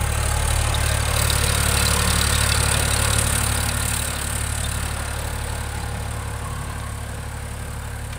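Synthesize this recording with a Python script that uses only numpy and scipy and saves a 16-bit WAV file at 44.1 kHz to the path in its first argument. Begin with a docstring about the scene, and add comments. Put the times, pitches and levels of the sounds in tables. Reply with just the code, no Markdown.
"""A three-cylinder diesel tractor turns toward the listener in a dry field, passes close and drives off.
Its exhaust thump is a sum of multiples of the firing rate; gas hisses from the pipe mouth as shaped noise.
Each firing rings modes of the engine block; the body roars as coloured noise, booming in panels and hollows.
Fan, pump and gears whine at whole multiples of the engine cycle, and tines of the dragged cultivator
strike three stones as decaying modes, all over a steady hiss."""
import sys
import numpy as np
from scipy import signal
from scipy.fft import rfft, irfft, next_fast_len
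from scipy.io import wavfile
from scipy.ndimage import uniform_filter1d, map_coordinates

SR = 44100
rng = np.random.default_rng(int(sys.argv[2]) if len(sys.argv) > 2 else 0)


def persist_wave(psi):
    """Save psi, clipped to +-1, as 16-bit WAV."""
    counts = np.round(np.clip(psi, -1, 1) * 32767).astype(np.int16)
    wavfile.write(sys.argv[1], SR, np.atleast_2d(counts).T)


N = 360738


def amp(db):
    """Logarithmic level: decibels to amplitude gain."""
    return 10 ** (np.asarray(db) / 20)


def unit(x):
    """Normalisation to an rms of 1."""
    return x / np.sqrt(np.mean(x ** 2) + 1e-20)


def curves(rows):
    """Linear interpolation: one value per sample for each column after the time."""
    times, *columns = np.transpose(rows)
    t = np.arange(N) / SR
    return [np.interp(t, times, column) for column in columns]


def filtered(x, response):
    """Linear filtering: the spectrum of x times a response of frequency."""
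    m = next_fast_len(N + SR // 2)
    return irfft(rfft(x, m) * response(np.fft.rfftfreq(m, 1 / SR)), m)[:N]


def resonance(f, centre, width):
    """Resonance curve with a peak of 1; the width is taken at half height."""
    return 1 / (1 + (2 * (f - centre) / width) ** 2)


def drift(step_s):
    """Slow random fluctuation: a smooth spline through a new value every step."""
    t = np.arange(N // 64 + 1) * 64 / SR
    knots = rng.standard_normal(int(N / SR / .04) + 4)
    return np.repeat(map_coordinates(knots, [t / max(step_s, .04)]), 64)[:N]


def wander(depth_db):
    """Amplitude modulation by a slow random gain, with a new value every 0.3 s."""
    return amp(depth_db * drift(.3))


# Firing rate of the engine: (time [s], rate [firings/s])
FIRING_RATE = [(0, 36.488), (1.3, 36.374), (2.1, 35.989), (3.5, 35.968), (5.2, 35.904), (8.18, 35.575)]


def firings():
    """Phase is the integral of rate: the count is whole where the exhaust valve opens."""
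    return np.cumsum(curves(FIRING_RATE)[0]) / SR + .73


# Side of the tractor that is heard: (time [s], view [0 front, 1 side, 2 rear])
VIEW_IN_TIME = [(0, 0), (.9, 0.12), (1.6, .85), (2.5, 1.06), (3.4, 1.44), (4.3, 1.44), (5.2, 1.773),
                (6.5, 1.97), (8.18, 2.31)]


def view_now():
    """Directivity depends on angle: the view of the tractor at each sample."""
    return curves(VIEW_IN_TIME)[0]


def seen(rows):
    """Directivity: one value per sample for each column after the view, as the tractor turns."""
    views, *columns = np.transpose(rows)
    now = view_now()
    return [np.interp(now, views, column) for column in columns]


# Base levels through the pass: (time [s], exhaust thump [dB], body roar [dB], block knock [dB],
# exhaust jet [dB], crack at the start of each puff [dB])
PASS_LEVELS = [(0, -23.5, -31, -44, -33.5, -43), (.3, -23.5, -30, -39, -30.5, -42),
               (.55, -22, -29, -36.5, -28.5, -44), (.72, -23, -29, -36, -31.5, -45),
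               (.9, -21, -28.5, -32.5, -29.5, -39), (1.03, -24, -28.5, -38, -33, -46),
               (1.2, -21.5, -28, -31, -28, -35), (1.6, -22, -27.5, -33, -26.5, -39),
               (1.8, -21.5, -26.5, -31.5, -25, -35), (2.2, -22, -26.5, -30.5, -26, -38),
               (2.55, -22, -27, -30, -25.5, -39), (2.72, -24, -26.5, -31.5, -27, -40),
               (3.15, -23.5, -29, -36, -25.5, -40), (3.6, -26, -29, -35, -27.5, -37),
               (3.75, -27.5, -30, -38.5, -31.5, -43), (3.97, -26.5, -31.5, -37, -26.5, -36),
               (4.15, -31, -32.5, -37.5, -33, -43), (4.35, -27.5, -32, -43, -30, -39),
               (4.52, -27.5, -34.5, -41.5, -32, -49), (4.7, -27.5, -33.5, -41, -32.5, -44),
               (5.05, -29.5, -33, -43, -36.5, -49), (5.25, -29, -34, -45.5, -38, -45),
               (5.7, -29.5, -35.5, -45.5, -40.5, -53), (6.5, -29.5, -37, -57, -43, -55),
               (7.2, -31.5, -38.5, -55, -45.5, -56), (8.18, -31.5, -39.5, -57, -44, -54)]


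def pass_gains():
    """Level against time in the pass: gains of thump, roar, knock, jet and crack."""
    return amp(curves(PASS_LEVELS))


def sizes(scatter_db):
    """Cycle-to-cycle variation: a random gain held through each firing."""
    count = firings().astype(int)
    return amp(scatter_db * rng.standard_normal(count[-1] + 1))[count]


def puff(rise, hold, fall, rest_db):
    """Exponential rise and decay once a firing (times as shares of it), on a constant rest level."""
    u = firings() % 1
    attack = 1 - np.exp(-u / rise)
    decay = np.exp(-np.maximum(u - hold, 0) / fall)
    return attack * decay + amp(rest_db)


def rush(spectrum, patchy_db, repeat=0, patch=(4, 16)):
    """Broadband noise of rms 1, coloured and patchy (bins by frames); a share repeats every engine cycle."""
    f, db = np.transpose([(1, -120)] + list(spectrum) + [(SR / 2, -120)])
    cycle = rng.standard_normal(SR // 12)
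    repeated = cycle[(firings() / 3 % 1 * len(cycle)).astype(int)]
    share = np.clip(repeat, 0, 1)
    source = np.sqrt(1 - share) * rng.standard_normal(N) + np.sqrt(share) * repeated
    z = signal.stft(source, nperseg=1024)[2]
    field = uniform_filter1d(rng.standard_normal(z.shape), size=patch[0], axis=0)
    field = uniform_filter1d(field, size=patch[1], axis=1)
    noise = signal.istft(z * amp(patchy_db * unit(field)), nperseg=1024)[1][:N]
    return unit(filtered(noise, lambda hz: amp(np.interp(np.log(hz + 1), np.log(f + 1), db))))


def strike(times, levels_db, modes, spread, rough, scatter_db, snap_db):
    """Modal impact: each blow snaps and rings modes of varied strength and pitch; chatter roughens the ring."""
    out = np.zeros(N + SR)
    t = np.arange(SR // 30) / SR  # each blow is cut off after 1/30 s
    hz, db, t60 = np.transpose(modes)[:, :, None]
    luck = rng.standard_normal((len(times), 3, len(modes), 1))
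    for s, level, (strength, detune, phase) in zip(times, levels_db, luck):
        decay = amp(db + scatter_db * strength - 60 * t / t60)
        ring = decay * np.sin(2 * np.pi * hz * (1 + spread * detune) * t + 9 * phase)
        grit = rng.standard_normal((2, len(t)))
        chatter = 1 + rough * unit(uniform_filter1d(grit[0], size=30))
        click = uniform_filter1d(grit[1], size=4) - uniform_filter1d(grit[1], size=12)
        snap = amp(snap_db - 60 * t / 0.0069) * click  # falls 60 dB in 6.9 ms
        blow = ring.sum(axis=0) * chatter * (1 - np.exp(-t / 0.0017)) + snap
        out[round(s * SR):][:len(t)] += amp(level) * blow / np.linalg.norm(amp(db))
    return out[:N]


# Colour of the far hiss of field and microphone: (frequency [Hz], relative density [dB per Hz])
AIR_SPECTRUM = [(2000, -20), (5000, -9), (9000, 10), (12000, -1), (15500, -7)]


def air():
    """Stationary background noise: a steady coloured hiss."""
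    return amp(-49.0) * rush(AIR_SPECTRUM, patchy_db=1)


# Tine strikes on stones: (time [s], level [dB])
STONE_STRIKES = [(6.7983, -32), (7.0359, -44), (8.1267, -26)]
# Modes of a steel tine: (frequency [Hz], relative level [dB], 60 dB decay time [s])
TINE_MODES = [(880, -5, 0.065), (1227, 2, .07), (1490, -2, .07), (1890, -1, .06), (2350, 3, 0.064),
              (2760, -10, .06), (3300, -12, .07), (3470, -1, 0.13), (3800, 0, .06), (4370, -5, .05),
              (5200, -5, .04), (5560, -6, 0.026), (6560, -1, .03)]


def tines():
    """Modal vibration after impact: steel tines clank on stones."""
    times, levels_db = np.transpose(STONE_STRIKES)
    return strike(times, levels_db, TINE_MODES, spread=0.029, rough=0.97, scatter_db=1, snap_db=0)


# Resonances of two hollows in the bodywork, a list for each: (frequency [Hz], width [Hz])
HOLLOW_PEAKS = [
    [(818, 47), (865, 31)],
    [(1090, 88)],
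]
# Angles where a hollow faces the listener:
# (hollow [index], view [0 front - 2 rear], half-width [view], level over the roar [dB])
HOLLOW_OPENINGS = [(0, 0.044, 0.11, -7), (0, 1.28, 0.04, -13), (0, 1.87, 0.078, -6), (1, 0.37, 0.12, -9.5),
                   (1, .97, .05, -8.5), (1, 1.3, 0.045, -9), (1, 2, 0.063, -2.5)]


def hollows():
    """Cavity resonance with directivity: noise booms in hollows that face the listener at some angles."""
    out, view = 0, view_now()
    for k, peaks in enumerate(HOLLOW_PEAKS):
        tuned = lambda f: sum(resonance(f, hz, width) for hz, width in peaks)
        facing = sum(amp(db) / (1 + ((view - at) / width) ** 2)
                     for which, at, width, db in HOLLOW_OPENINGS if round(which) == k)
        out = out + facing * unit(filtered(rng.standard_normal(N), tuned))
    _, roar_gain, *_ = pass_gains()
    return roar_gain * out


# Blade or tooth passes in one engine cycle of three firings: one [count] per tone
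PASSES_PER_CYCLE = [20, 40, 46, 150, 180]
# Shaft-driven tones of fan, pump and gears: (view [0 front - 2 rear], base level of each tone
# over the roar [dB], five columns)
WHINE_LEVELS = [(0, -21, -17, -14, -14, -27), (.2, -14, -18, -21, -22, -26),
                (.8, -15, -10.5, -13, -16, -14), (.97, -13, -10.5, -23, -15, -23),
                (1.15, -11, -14, -17, -20, -17), (1.35, -8.5, -10, -7, -22, -18.5),
                (1.5, -8, -25, -35, -9.5, -17), (1.7, -14, -15, -11, -19, -22),
                (1.85, -12, -6.5, -16, -19, -19), (1.929, -11, -7.5, -16, -15, -17),
                (2.001, -6.5, -8.5, -17, -29, -20)]


def whine():
    """Blade and tooth passing tones: whole multiples of the engine cycle, with a slight phase ripple."""
    smooth = uniform_filter1d(rng.standard_normal(N), size=3000)
    ripple = unit(uniform_filter1d(smooth, size=3000))
    turn = 2 * np.pi * firings() / 3 + .005 * ripple  # radians
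    # each tone swells and fades slowly at random, on its own
    tones = sum(amp(db) * wander(0.5) * np.sin(passes * turn)
                for passes, db in zip(PASSES_PER_CYCLE, seen(WHINE_LEVELS)))
    _, roar_gain, *_ = pass_gains()
    return roar_gain * tones


# Colour of the roar from each view, before the panels: (frequency [Hz], relative density [dB per Hz])
FRONT_SPECTRUM = [(30, -12), (60, -18), (120, -9.5), (200, -20), (270, -24.5), (420, -23), (500, -19),
                  (700, -21.5), (1000, -25), (1300, -16.5), (1930, -24.5), (3300, -25), (5370, -44.5),
                  (6500, -26.5)]
SIDE_SPECTRUM = [(30, -9), (60, -16), (120, -3.5), (200, -9), (270, -18.5), (420, -15.5), (500, -11),
                 (700, -13.5), (1000, -16), (1400, -16), (1700, -16), (2490, -17), (3290, -19), (6500, -43)]
REAR_SPECTRUM = [(30, -22), (60, -24.5), (120, -12), (200, -18.5), (270, -25.5), (430, -27.5), (500, -22),
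                 (700, -24), (1000, -24), (1300, -27), (1650, -25.5), (1800, -27.5), (4070, -35),
                 (6500, -43)]
# Panels that boom in the roar:
# (frequency [Hz], width [Hz], gain from the front [dB], from the side [dB], from the rear [dB])
PANEL_MODES = [(512, 460, 4, 1.33, 2.2), (830, 240, 5, 0.33, 2.7), (1045, 340, 4.5, 6.2, 2.9),
               (1200, 60, 3, 0.69, 1.2), (1418, 127, -7.5, 10, 4.2), (1567, 113, 6, 1.7, 7.2),
               (1836, 64, 4.5, 4.3, 1), (2140, 150, 6.5, 1.3, 2.4), (2436, 52, 7, 7, 0.54)]


def body():
    """Directional radiation and panel resonance: the roar turns with the tractor and swells every firing."""
    view, roar = np.clip(view_now(), 0, 2), 0
    for k, spectrum in enumerate((FRONT_SPECTRUM, SIDE_SPECTRUM, REAR_SPECTRUM)):
        boom = lambda f: 1 + sum((amp(db[k]) - 1) * resonance(f, c, w) for c, w, *db in PANEL_MODES)
        side = filtered(rush(spectrum, patchy_db=1.4, repeat=0.4), boom)
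        middle = np.std(filtered(side, lambda hz: (hz > 300) & (hz < 3000)))  # sets the level of each view
        share = np.clip(1 - abs(view - k), 0, 1)  # crossfade by power
        roar = roar + np.sqrt(share) * side / middle
    swell = puff(0.15, 0.51, 1.0, rest_db=1.0) * uniform_filter1d(sizes(0.61), size=300)
    _, roar_gain, *_ = pass_gains()
    return roar_gain * roar * unit(swell)


# Modes of the iron block: (frequency [Hz], relative level [dB], 60 dB decay time [s])
BLOCK_MODES = [(2606, -8.5, 0.066), (3622, -8, 0.075), (3906, -0.5, 0.033), (4063, 3.5, 0.019),
               (4557, -3, 0.029), (4850, -6, 0.019), (5500, -7, 0.018), (5660, -33, .012),
               (5850, -12, .012)]
# Relative knock of each cylinder: one [dB] per cylinder
CYLINDER_KNOCKS = [0.17, 0.23, 1.85]
# The hardest firings: (time [s], level [dB])
HARD_KNOCKS = [(1.054, -16), (1.193, -16), (1.3009, -11.5), (1.4386, -14), (1.548, -14), (1.7713, -12),
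               (1.8532, -17), (1.88, -17), (1.936, -19), (1.9639, -16), (2.0184, -16), (2.1034, -11),
               (2.1869, -18), (2.2129, -10), (2.2703, -29), (2.4359, -15.5), (2.5197, -7), (2.604, -16),
               (2.742, -12), (2.797, -14), (2.8523, -17), (2.9367, -16), (2.9643, -13.5), (3.048, -13),
               (3.0764, -25), (3.1033, -13), (3.132, -13), (3.1862, -14), (3.353, -19), (3.6884, -13),
               (3.9394, -19)]
# Colour of the valve clatter: (frequency [Hz], relative density [dB per Hz])
CLATTER_SPECTRUM = [(1500, -40), (2100, -37), (2550, -8), (2750, -42), (3300, -2), (3700, -9.5), (4700, 8),
                    (5200, 1), (6300, -2), (7200, -15), (9000, -39)]
# Valve clatter against angle: (view [0 front - 2 rear], level over the knock [dB])
CLATTER_LEVELS = [(0, -7.5), (.3, -5.5), (.8, -3), (1, -4), (1.3, -7.5), (1.6, -10.5), (1.85, -7), (2, -5)]


def knock():
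    """Impact excitation of modes: each firing rings the block and snaps the valve gear; some land harder."""
    count = (firings() + .88).astype(int)  # the blow lands a little after the valve opens
    at = np.flatnonzero(np.diff(count))
    levels_db = np.resize(CYLINDER_KNOCKS, count[-1] + 1) + 0.33 * rng.standard_normal(count[-1] + 1)
    blows = strike(at / SR, levels_db[count[at + 1]], BLOCK_MODES,
                   spread=0.012, rough=0.39, scatter_db=3, snap_db=-4)
    later = at / SR + rng.uniform(0.0056, .02, len(at))  # tappets tick between the blows
    ticks_db = rng.normal(-8, 3, len(at))
    ticks = strike(later, ticks_db, BLOCK_MODES, spread=0.0406, rough=0.42, scatter_db=8.0, snap_db=5)
    times, hard_db = np.transpose(HARD_KNOCKS)
    hard = strike(times, hard_db, BLOCK_MODES, spread=0.023, rough=0.4, scatter_db=1.5, snap_db=10)
    bursts = puff(0.019, 0.18, 0.31, rest_db=-25) * amp(levels_db[count])
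    clatter = rush(CLATTER_SPECTRUM, patchy_db=2) * unit(bursts)
    _, _, knock_gain, *_ = pass_gains()
    return knock_gain * (unit(blows + ticks) + amp(seen(CLATTER_LEVELS)[0]) * clatter) + hard


# Colour of the gas jet: (frequency [Hz], relative density [dB per Hz])
JET_SPECTRUM = [(2650, -2.5), (4500, -9.5), (5490, -11.5), (6870, -8.5), (7710, 1), (9110, 5.5),
                (9760, 1.5), (12000, -13.5), (14900, -18), (15700, -23)]
# Colour of the crack that starts each puff: (frequency [Hz], relative density [dB per Hz])
CRACK_SPECTRUM = [(9000, -36), (11500, -3.5), (13000, -2), (15500, 3), (16000, -5)]
# Relative exhaust puff of each cylinder: one [dB] per cylinder
CYLINDER_PUFFS = [0.37, -0.23, 0.37]


def jet():
    """Turbulent jet noise: gas hisses from the pipe mouth in puffs, brightest at first; eddies shift its colour."""
    eddy = (14, 4)  # frequency bins by frames
    cylinder = firings().astype(int) % len(CYLINDER_PUFFS)
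    strength = sizes(0.97) * amp(CYLINDER_PUFFS)[cylinder]
    hiss_puffs = puff(0.042, 0.4, 0.11, rest_db=-8.5) * strength
    crack_puffs = puff(.03, 0.2, .2, rest_db=-17) * strength * sizes(0.92)
    hiss = rush(JET_SPECTRUM, patchy_db=1.5, patch=eddy) * unit(hiss_puffs)
    crack = rush(CRACK_SPECTRUM, patchy_db=2.0, patch=eddy) * unit(crack_puffs)
    *_, hiss_gain, crack_gain = pass_gains()
    return hiss_gain * hiss + crack_gain * crack


# Multiples of the firing rate against angle: (view [0 front - 2 rear], base level over the thump of
# multiples 1 to 5 [dB], five columns)
THUMP_LEVELS = [(0, -7, -1.5, -5.1, -21.5, -22), (.3, -8, -2, -3.5, -19, -29),
                (.8, -12.1, -2.6, -6, -20, -21.5), (.95, -14, -3, -6, -26, -13),
                (1.1, -11, -2, -4.5, -16, -20), (1.3, -10, -2.5, -3, -14, -20),
                (1.5, -10, -1.5, -3.5, -19, -27), (1.75, -7, -1, -4.5, -20, -26),
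                (1.93, -9.5, -3, -3.5, -18.5, -29), (2, -8.5, -3, -4.5, -14, -24)]


def exhaust():
    """Fourier synthesis: multiples of the firing rate sum to a lopsided thump; unequal cylinders swing its size."""
    turn = 2 * np.pi * (firings() - .23)
    turn = turn + 0.096 * uniform_filter1d(drift(.07), size=200)  # firings come a little early or late
    view = view_now()
    # phases in radians: a push, a pull, a rebound; the shape turns with the view
    lean = [.2 + .8 * view, .65, .3 * view, 1.5 * view - 1.2, 1 + drift(.4)]
    waver_db = [1.1, .3, .6, 2.5, 2.5]  # the weaker multiples waver more
    thump = 0
    for k, db in enumerate(seen(THUMP_LEVELS)):
        wave = np.cos((k + 1) * turn + lean[k])
        thump = thump + np.sqrt(2) * amp(db) * wander(waver_db[k]) * wave
    thump = thump + amp(-24) * wander(2.5) * np.cos(4 * turn / 3)  # a weak tone between the lowest two
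    uneven = 1 + 0.16 * np.cos(turn / 3 + 2.8) + .04 * np.cos(2 * turn / 3)
    thump_gain, *_ = pass_gains()
    return thump_gain * thump * uneven * uniform_filter1d(sizes(0.46), size=600)


def scene():
    """Superposition: all sources in the open field add to the steady hiss."""
    return (air() + tines() + hollows() + whine() + body() + knock() + jet() + exhaust())[None]


def record(dry):
    """Band limiting: the camera keeps nothing from 15650 Hz up."""
    return filtered(dry[0], lambda hz: hz < 15650)[None]


dry = scene()
out = record(dry)
persist_wave(out)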